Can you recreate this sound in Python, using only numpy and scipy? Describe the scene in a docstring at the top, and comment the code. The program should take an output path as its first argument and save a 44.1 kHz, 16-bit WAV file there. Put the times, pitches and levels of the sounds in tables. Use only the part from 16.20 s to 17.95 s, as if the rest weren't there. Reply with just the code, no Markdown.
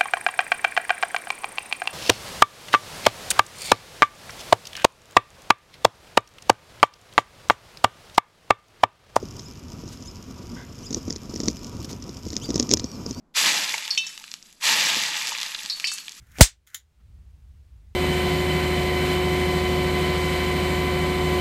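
"""A toy air pistol bursts its paper strip.

In a cluttered workshop, over a low rumble and faint hiss, the trigger rubs and ticks as it is squeezed.
The catch slips, the spring drives the piston, and the paper bursts with a pop that reverberates
and overloads the microphone. The trigger slides back and clicks home; a sleeve brushes."""
import sys
import numpy as np
from scipy import signal
from scipy.fft import rfft, irfft
from scipy.io import wavfile

SR = 44100
rng = np.random.default_rng(int(sys.argv[2]) if len(sys.argv) > 2 else 0)


def to_wav(s):
    """Save 16-bit WAV."""
    ch = np.atleast_2d(s).T  # columns
    pcm = np.round(np.clip(ch, -1, 1) * 32767)  # PCM
    wavfile.write(sys.argv[1], SR, pcm.astype(np.int16))


N = 77175
TIME = np.arange(N) / SR
FREQS = np.maximum(np.fft.rfftfreq(N, 1 / SR), 1)
POP_S = .2087

# Colour of the shot's reverberation. Each row: frequency in Hz, relative spectral density in dB.
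REVERB_SPECTRUM = [(200, -14), (450, -14.5), (900, -10.5), (1300, -9.5), (1800, -3), (2600, -2),
                   (3600, 1.5), (5000, 2), (7500, 6), (9200, 3), (10500, -8), (13000, -5), (16000, -16.5)]


def from_db(db):
    """Amplitude grows tenfold for every 20 dB."""
    return 10 ** (np.asarray(db) / 20)


def level(points):
    """Gain over time, interpolated in decibels between (seconds, dB) points."""
    return from_db(np.interp(TIME, *np.transpose(points)))


def unit_rms(x):
    """Normalisation to a mean power of 1."""
    return x / np.sqrt(np.mean(x ** 2) + 1e-20)


def noise(spectrum):
    """Spectral shaping: white noise coloured by (Hz, dB) points, at rms 1."""
    hz, db = np.transpose(spectrum)
    gain = from_db(np.interp(np.log(FREQS), np.log(hz), db))
    return unit_rms(irfft(rfft(rng.standard_normal(N)) * gain, N))


def burst(start, hold, t60):
    """Exponential decay: a sudden onset, a hold, then a fall of 60 dB every t60 seconds."""
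    return (TIME >= start) * np.exp(-np.log(1000) * np.maximum(TIME - start - hold, 0) / t60)


def swell(start, attack):
    """First-order rise towards 1, with time constant attack in seconds."""
    return 1 - np.exp(-np.maximum(TIME - start, 0) / attack)


def gaussian(centre_s, width_s):
    """A Gaussian envelope: a smooth, symmetric rise and fall."""
    return np.exp(-((TIME - centre_s) / width_s) ** 2)


def resonator(x, hz, t60):
    """A damped mode: a unit impulse starts a decaying sine of amplitude 1."""
    radius = np.exp(-np.log(1000) / (t60 * SR))
    angle = 2 * np.pi * hz / SR
    return signal.lfilter([0, np.sin(angle)], [1, -2 * radius * np.cos(angle), radius ** 2], x + 1e-18)


def reverberation(start, spectrum, build_s):
    """A diffuse field: reflections build up, then each band decays at the room's own rate."""
    # Each row: band centre in Hz, reverberation time in seconds.
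    decay_times = [(200, .1), (600, .125), (1400, .148), (3500, .137), (7000, .124), (10000, .113),
                   (13000, .102)]
    field = rfft(noise(spectrum))
    log_centres = np.log([hz for hz, _ in decay_times])
    tail = 0
    for weights, (_, t60) in zip(np.eye(len(decay_times)), decay_times):
        band = irfft(field * np.interp(np.log(FREQS), log_centres, weights), N)
        tail += band * burst(start, build_s, t60)
    return swell(start, build_s) * tail


def background():
    """Ambient noise: a low rumble and a faint hiss, which both sink after the pop and come back."""
    # Each row: time in seconds, level in dB.
    rumble_levels = [(0, -52.5), (.03, -43.5), (.065, -59.5), (.115, -42), (.29, -58.5), (.42, -66),
                     (.815, -60), (.84, -49.5), (.98, -45.5), (1.05, -49), (1.5, -48.5), (1.75, -48)]
    hiss_levels = [(0, -72), (.2, -70), (.38, -78.5), (.66, -77), (.9, -72), (1.1, -71.5), (1.75, -72)]
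    # Each row: frequency in Hz, relative spectral density in dB.
    rumble_spectrum = [(20, -17.5), (35, -16), (58, 4.5), (75, 1), (105, -9.5), (180, -21.5), (270, -31.5),
                       (450, -44), (1000, -64)]
    hiss_spectrum = [(100, -7.5), (400, -3), (600, -6.5), (1030, -8), (1600, -9.5), (2600, -10),
                     (6000, -15.5), (9000, -17.5), (11000, -21), (15500, -23), (17000, -35)]
    return level(rumble_levels) * noise(rumble_spectrum) + level(hiss_levels) * noise(hiss_spectrum)


def sleeve():
    """Friction of cloth: one soft brush as the arm comes in."""
    # Each row: frequency in Hz, relative spectral density in dB.
    cloth_spectrum = [(40, -22), (100, -7), (180, 2.5), (350, -16), (800, -25), (1400, -16), (2500, -24),
                      (8000, -41)]
    return from_db(-64) * noise(cloth_spectrum) * gaussian(centre_s=.807, width_s=.017)


def trigger_rub():
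    """Sliding friction: grainy noise as the trigger goes in and back, and a squeak late in the squeeze."""
    # Each row: time in seconds, level in dB.
    squeeze = [(0, -66), (.06, -69.5), (.1, -63), (.14, -59), (.168, -50.5), (.186, -47), (.208, -45.5)]
    release = [(.468, -55), (.476, -55.5), (.495, -64), (.51, -63.5), (0.529, -65), (0.543, -53),
               (.56, -66.5)]
    # Each row: frequency in Hz, relative spectral density in dB.
    friction_spectrum = [(100, -30.5), (400, -19), (950, -17.5), (1400, 2), (2000, 2), (2900, -11.5),
                         (4500, -15), (6100, -10), (8000, -14), (14000, -14), (16000, -20)]
    strokes = 0
    for stroke in (squeeze, release):
        start, end = stroke[0][0], stroke[-1][0]
        strokes += level(stroke) * swell(start, attack=.0059) * burst(start, hold=end - start, t60=.1)
    grain_db, grain_s = 2.5, .00096
    grain = from_db(grain_db * np.interp(TIME / grain_s, np.arange(N), rng.standard_normal(N)))
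    squeak_tone = unit_rms(resonator(rng.standard_normal(N), hz=2370, t60=.016))
    squeak = from_db(-47) * squeak_tone * gaussian(centre_s=.169, width_s=.009)
    return strokes * unit_rms(grain * noise(friction_spectrum)) + squeak


def trigger_clicks():
    """Impact excitation: each knock on the frame chatters and rings the trigger's modes and the room."""
    # Each row: start in seconds, level in dB, chatter hold in seconds, relative ring level in dB.
    knocks = [(0.068, -65, 0.0049, -27), (.116, -59, 0.0071, -18.5), (.173, -50, .006, -15),
              (0.468, -59.5, 0.00054, -9), (0.472, -50, 0.0017, -14), (.501, -60, .004, -21),
              (0.5451, -29, 0.0039, 2)]
    # Each row: frequency in Hz, relative spectral density in dB.
    chatter_spectrum = [(400, -18.5), (800, -10.5), (1350, -6.5), (2050, 2.5), (2550, -10.5), (3100, 2.5),
                        (3900, 2), (4800, -6), (6300, 1.5), (7050, 7.5), (7900, -5), (9500, -3.5),
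                        (12500, -0.5), (16000, -5.5)]
    # Each row: frequency in Hz, gain in dB, time to decay by 60 dB in seconds.
    trigger_modes = [(1480, -22, .08), (1830, -16, .09), (2080, -14, .04), (3060, -12, .07),
                     (3677, -19, .12), (6541, -17, .1), (6858, -14, .115), (7031, -8, .078),
                     (7176, -16, .1), (12540, -17, .07)]
    room_db, low_cut_hz = -6.5, 1150
    contact = sum(from_db(db) * burst(start, hold, t60=.006) for start, db, hold, _ in knocks)
    chatter = contact * noise(chatter_spectrum)
    impulses = sum(from_db(db + ring_db) * (np.arange(N) == int(start * SR))
                   for start, db, _, ring_db in knocks)
    ringing = sum(from_db(db) * resonator(impulses, hz, t60) for hz, db, t60 in trigger_modes)
    room = sum(from_db(db + room_db) * reverberation(start, chatter_spectrum, build_s=.003)
               for start, db, _, _ in knocks)
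    low_cut = signal.butter(3, low_cut_hz, "high", fs=SR, output="sos")
    return signal.sosfilt(low_cut, chatter + ringing + room)


def piston():
    """Release of spring energy: the catch slips and the piston's rush swells until the paper gives."""
    # Sharp snaps, the last a brief crackle leading into the pop. Each row: start in seconds, level in dB.
    onsets = [(.1856, -21), (.1932, -33.5), (.1968, -30.5), (.2068, -17.5)]
    # Each row: frequency in Hz, relative spectral density in dB.
    snap_spectrum = [(200, -5), (700, 2.5), (2000, 3), (4000, -3.5), (8000, -11.5), (16000, -18)]
    rush_spectrum = [(60, -5.5), (150, -0.5), (380, 3.5), (550, -4), (800, -7.5), (1300, -20), (3000, -21),
                     (9000, -35.5), (16000, -38.5)]
    room_db, rush_peak_db, rush_slope_db_per_s = -19.5, -20, 851
    snap_gain = sum(from_db(db) * burst(start, hold=0, t60=.005) for start, db in onsets)
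    snaps = snap_gain * noise(snap_spectrum)
    room = sum(from_db(db + room_db) * reverberation(start, REVERB_SPECTRUM, build_s=.0015)
               for start, db in onsets)
    released = TIME > onsets[0][0]
    rush_gain = released * from_db(rush_peak_db - rush_slope_db_per_s * np.abs(POP_S - TIME))
    return snaps + room + rush_gain * noise(rush_spectrum)


def paper_pop():
    """Sudden rupture: the paper tears with a crack, heard with a low thump and the room's reverberation."""
    # Each row: frequency in Hz, relative spectral density in dB.
    crack_spectrum = [(150, -1), (280, -2), (420, 3.5), (680, 9.5), (1100, -0.5), (2200, 0), (4000, -6),
                      (8000, -2), (12000, -8.5), (16000, -15.5)]
    crack = from_db(3) * noise(crack_spectrum) * burst(POP_S, hold=.0053, t60=.014)
    # The pop's low thump dies away quickly as its pitch sinks.
    start_hz, end_hz, sink_s = 322, 45, .0048
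    age = np.maximum(TIME - POP_S, 0)
    cycles = end_hz * age + (start_hz - end_hz) * sink_s * swell(POP_S, sink_s)
    envelope = swell(POP_S, attack=.003) * burst(POP_S, hold=0, t60=.068)
    thump = -from_db(11) * envelope * np.sin(2 * np.pi * cycles)
    room = from_db(-5.5) * reverberation(POP_S, REVERB_SPECTRUM, build_s=.005)
    return crack + thump + room


def scene():
    """Superposition: the sources of one shot add to the background, in mono."""
    return (paper_pop() + piston() + trigger_clicks() + trigger_rub() + sleeve() + background())[None]


def record(dry):
    """Hard clipping: the pop overloads the microphone, then a steep low-pass cuts the top treble."""
    ceiling, cutoff_hz = .99, 15800
    low_pass = signal.ellip(10, .1, 80, cutoff_hz, fs=SR, output="sos")
    return signal.sosfilt(low_pass, np.clip(dry, -ceiling, ceiling))


dry = scene()
out = record(dry)
to_wav(out)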